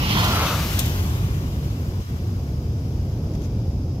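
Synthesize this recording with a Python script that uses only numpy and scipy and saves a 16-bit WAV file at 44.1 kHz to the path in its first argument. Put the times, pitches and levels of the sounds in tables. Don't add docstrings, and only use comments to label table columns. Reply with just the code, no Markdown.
import sys
import numpy as np
from scipy import signal
from scipy.fft import rfft, irfft
from scipy.io import wavfile
from scipy.ndimage import uniform_filter1d

SR = 44100
rng = np.random.default_rng(int(sys.argv[2]) if len(sys.argv) > 2 else 0)


def transcribe(u):
    v = np.clip(np.atleast_2d(u).T, -1, 1)
    q = np.round(v * 32767).astype(np.int16)
    wavfile.write(sys.argv[1], SR, q)


N = 176400
TIME = np.arange(N) / SR
SIZE, HOP = 1024, 256
FRAME_S = np.arange(N // HOP + 5)[:, None] * HOP / SR
BIN_HZ = np.fft.rfftfreq(SIZE, 1 / SR)


def amp(db):
    return 10 ** (np.asarray(db) / 20)


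def unit(x):
    return x / np.sqrt(np.mean(abs(x) ** 2) + 1e-20)


def at_hz(points, hz):
    f, value = np.transpose(points)
    return np.interp(np.log(hz + 1), np.log(f + 1), value)


def at_time(points, t):
    return np.interp(t, *np.transpose(points))


def noise(spectrum, channels=2):
    gain = amp(at_hz(spectrum, np.fft.rfftfreq(N, 1 / SR)))
    return unit(irfft(rfft(rng.standard_normal((channels, N))) * gain, N))


def wander(rate_hz):
    hz = np.fft.rfftfreq(N, 1 / SR)
    return unit(irfft(rfft(rng.standard_normal(N)) * (hz > 0) / (1 + (hz / rate_hz) ** 4), N))


def panned(db):
    return amp(np.array([db / 2, -db / 2]))


# frequency_hz, relative_db
INSECT_SPECTRUM = [(150, -17), (450, 5), (950, -3), (1700, -16), (2300, -10), (3300, -11.5), (4400, -12.5),
                   (4750, -3), (5000, 0.5), (5400, -3.5), (5950, -6.5), (6600, -10.5), (8500, -22.5),
                   (12500, -16.5), (15500, -38)]


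def insects(level_db=-51.5):
    return noise(INSECT_SPECTRUM) * amp(level_db + .5 * wander(rate_hz=70))


# centre_s, level_db, half_length_s
RUSTLE_EVENTS = [(2.016, -53, 0.0081), (3.356, -53.5, .014), (3.443, -50, 0.021)]
# frequency_hz, relative_db
RUSTLE_SPECTRUM = [(400, -9), (1500, -1), (4000, -2), (6300, 4.5), (8500, -14), (12500, -7), (15500, -19)]


def rustles():
    envelope = sum(amp(db) * np.exp(-.5 * ((TIME - centre_s) / half_s) ** 2)
                   for centre_s, db, half_s in RUSTLE_EVENTS)
    flutter = noise(RUSTLE_SPECTRUM) * amp(3.9 * wander(rate_hz=180))
    return flutter * envelope * panned(db=6.5)[:, None]


# frequency_hz, relative_db
WIND_SPECTRUM = [(8.8, -62), (15, -37), (22, -49), (30, -29), (42, -5.5), (81, 0.5), (133, -3.5),
                 (185, -11.5), (292, -16), (332, -18), (667, -31), (847, -35.5), (1200, -47.5), (1560, -52),
                 (2640, -120)]
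# time_s, level_db
WIND_LEVEL = [(0, -22.5), (.6, -23), (.85, -22.5), (1.25, -23.5), (1.6, -23.5), (2.2, -25), (2.45, -25),
              (2.8, -24.5), (3.3, -22.5), (4, -24)]


def wind(buffet_db=0.5, ceiling_rms=3.4, lull_s=2.057, lull_half_s=0.037, lull_db=-14.5):
    eddies = noise(WIND_SPECTRUM, channels=1) * amp(buffet_db * wander(rate_hz=24))
    rumble = unit(np.tanh(unit(eddies) / ceiling_rms))
    lull = lull_db * np.exp(-((TIME - lull_s) / lull_half_s) ** 4)
    return rumble * amp(at_time(WIND_LEVEL, TIME) + lull)


CROSSING_S = 0.52


def bass_delay_ms(t, limit_ms=0.28, swing_s=.3):
    return limit_ms * np.tanh((CROSSING_S - t) / swing_s)


# crank_multiple, coming_db, going_db
ENGINE_ORDERS = [(2.5, -39, -45), (3, -44, -28), (3.5, -62, -42.5), (4, -41, -31.5), (5, -33, -40),
                 (6, -31.5, -42.5), (7, -43, -47), (8, -48, -54), (9, -50, -50), (9.5, -42, -61)]
# time_s, rotation_hz
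CRANK_SPEED = [(0, 32.5), (.3, 34.3), (.6, 32.2), (.88, 30.7), (1.3, 32.3), (1.9, 31.5), (2.6, 29.7),
               (3.4, 28.4), (4, 26.5)]
# time_s, gain_db
ENGINE_GAIN = [(0, -1), (.3, -2.5), (.6, -5), (.9, -2), (1.3, -2.5), (1.8, -9), (2.6, -9.5), (3.4, -11.5),
               (4, -23)]


def engine(uneven_db=1.8, stereo_width=1.44):
    passed = .5 + .5 * np.tanh((TIME - CROSSING_S) / 0.27)
    crank_hz = at_time(CRANK_SPEED, TIME) * (1 + .01 * wander(rate_hz=12))
    delay_s = np.array([[1], [0]]) * stereo_width * bass_delay_ms(TIME) / 1000
    turns = np.cumsum(crank_hz) / SR - crank_hz * delay_s
    hum = np.zeros((2, N))
    for order, coming_db, going_db in ENGINE_ORDERS:
        level_db = coming_db + (going_db - coming_db) * passed + uneven_db * wander(rate_hz=6.1)
        hum += amp(level_db) * np.sin(2 * np.pi * (order * turns + rng.random()))
    return np.sqrt(2) * hum * amp(at_time(ENGINE_GAIN, TIME))


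# start_s, gain_db, decay_s, left_minus_right_db
GRIT_CRUNCHES = [(.185, -24, 0.0049, -6), (0.239, -23, .007, 1), (.725, -30, 0.011, 4),
                 (0.787, -14, 0.0095, 3), (.851, -29, .012, 4)]
# frequency_hz, relative_db
GRIT_SPECTRUM = [(100, -50), (600, -14), (2200, -7), (3700, 4.5), (5200, -3), (7200, 2.5), (9200, -4),
                 (12500, 1.5), (15500, -2.5)]


def grit(attack_s=0.0055, tail_db=-23, tail_decay_s=0.037):
    crackle = noise(GRIT_SPECTRUM) * amp(2.0 * wander(rate_hz=900))
    crunches = np.zeros((2, N))
    for start_s, db, decay_s, pan_db in GRIT_CRUNCHES:
        age_s = np.maximum(TIME - start_s, 0)
        attack = np.minimum(age_s / attack_s, 1) ** 2
        decay = np.exp(-age_s / decay_s) + amp(tail_db) * np.exp(-age_s / tail_decay_s)
        crunches += crackle * attack * decay * amp(db) * panned(pan_db)[:, None]
    return crunches


# frequency_hz, relative_db
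TREAD_COMING = [(300, 10), (550, 2), (1100, 11), (1650, 0.5), (2200, 6), (2950, 6), (4200, 2.5),
                (5500, 0.5), (8500, -15.5), (10500, -12.5), (12000, -7), (15000, -11)]
TREAD_ALONGSIDE = [(300, 3), (500, 9), (750, 11.5), (1300, 13.5), (1800, 2), (2900, 5.5), (4200, 1.5),
                   (6200, -1.5), (8500, -12.5), (10500, -9.5), (12000, -4), (15000, -9)]
TREAD_GOING = [(300, 3.5), (700, 4.5), (1100, 10), (2200, 2), (3100, 3.5), (4500, 0.5), (6500, 0),
               (8500, -9), (10500, -6), (12500, -0.5), (15000, -7)]
# time_s, gain_db
ROAR_GAIN = [(0, 1), (.12, -4), (.17, 2), (.28, -2), (.42, 0), (.57, -1.5), (.7, -5), (1.2, 0.5)]


def tread_colour_db():
    alongside_s, coming_fade_s, going_fade_s = 0.3978, 0.29, 0.45
    coming = np.clip((alongside_s - FRAME_S) / coming_fade_s, 0, 1)
    going = np.clip((FRAME_S - alongside_s) / going_fade_s, 0, 1)
    colour = coming * at_hz(TREAD_COMING, BIN_HZ) + going * at_hz(TREAD_GOING, BIN_HZ)
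    colour += (1 - coming - going) * at_hz(TREAD_ALONGSIDE, BIN_HZ)
    roar_hz, roar_octaves = 1070, 0.58
    roar_band = np.exp(-.5 * (np.log2((BIN_HZ + 1) / roar_hz) / roar_octaves) ** 2)
    roar = at_time(ROAR_GAIN, FRAME_S) * roar_band
    swish_hz = 2630 + 4700 * FRAME_S
    swish_db, width_hz, end_s = 6, 180, .19
    swish = swish_db * np.exp(-.5 * ((BIN_HZ - swish_hz) / width_hz) ** 2 - (FRAME_S / end_s) ** 4)
    dulling = np.maximum(FRAME_S - 0.9, 0) * (BIN_HZ / 12000) ** 2
    bass_cut = at_hz([(30, -25), (200, 6)], BIN_HZ)
    return colour + roar + swish - dulling + bass_cut


# time_s, level_db
TYRE_LEVEL = [(0, -28), (.1, -24), (.22, -23), (.45, -24), (.6, -27.5), (.75, -28.5), (.95, -33),
              (1.2, -39), (1.5, -43), (2, -45.5), (2.6, -49), (3.3, -50), (4, -54.5)]
# time_s, left_delay_ms
HISS_DELAY = [(0, 0.3), (.22, 0.23), (.35, 0.1), (.55, 0.013), (.75, -0.039), (1.1, -0.095), (1.6, -0.12),
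              (4, -0.19)]
# frequency_hz, left_minus_right_db
BALANCE_RIGHT = [(300, 1.5), (1100, -2.5), (2100, 5), (2900, -7), (4500, -2.5), (8000, -1), (12000, -6.5),
                 (15000, 3)]
BALANCE_LEFT = [(300, 0.5), (1000, 1), (1400, 0.5), (2300, 8.5), (3100, 3), (5000, 3.5), (7500, 2.5),
                (11500, 1), (14500, 11.5)]
# frequency_hz, amplitude_ratio
DIRECT_SHARE = [(200, 1), (700, 0.96), (1600, 0.73), (3000, 0.28), (8000, 0.38), (15000, 0)]


def tyres(patch_db=1.42, crossover_hz=3100):
    draws = rng.standard_normal((5, len(FRAME_S), len(BIN_HZ)))
    right = draws[0] + 1j * draws[1]
    diffuse = draws[2] + 1j * draws[3]
    patches = uniform_filter1d(draws[4], size=20, axis=0)
    patches = unit(uniform_filter1d(patches, size=4, axis=1))
    colour = amp(tread_colour_db() + patch_db * patches)
    low = 1 / (1 + (BIN_HZ / crossover_hz) ** 8)
    delay_ms = low * bass_delay_ms(FRAME_S) + (1 - low) * at_time(HISS_DELAY, FRAME_S)
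    delayed = right * np.exp(-2j * np.pi * BIN_HZ * delay_ms / 1000)
    direct = np.clip(at_hz(DIRECT_SHARE, BIN_HZ), 0, 1)
    left = direct * delayed + np.sqrt(1 - direct ** 2) * diffuse
    crossed = np.clip((FRAME_S - .17) / 0.34, 0, 1)
    balance_db = (1 - crossed) * at_hz(BALANCE_RIGHT, BIN_HZ) + crossed * at_hz(BALANCE_LEFT, BIN_HZ)
    spectra = np.array([left, right]) * colour * panned(balance_db)
    _, rolling = signal.istft(spectra.swapaxes(1, 2), nperseg=SIZE, noverlap=SIZE - HOP)
    level_db = at_time(TYRE_LEVEL, TIME) + .5 * wander(rate_hz=30)
    return unit(rolling[:, :N]) * amp(level_db)


def scene():
    return wind() + tyres() + engine() + grit() + rustles() + insects()


def record(dry):
    cutoff_hz = 15650
    lowpass = signal.firwin(1023, cutoff_hz, window=("kaiser", 9), fs=SR)
    return signal.oaconvolve(dry, lowpass[None], "same")


dry = scene()
out = record(dry)
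transcribe(out)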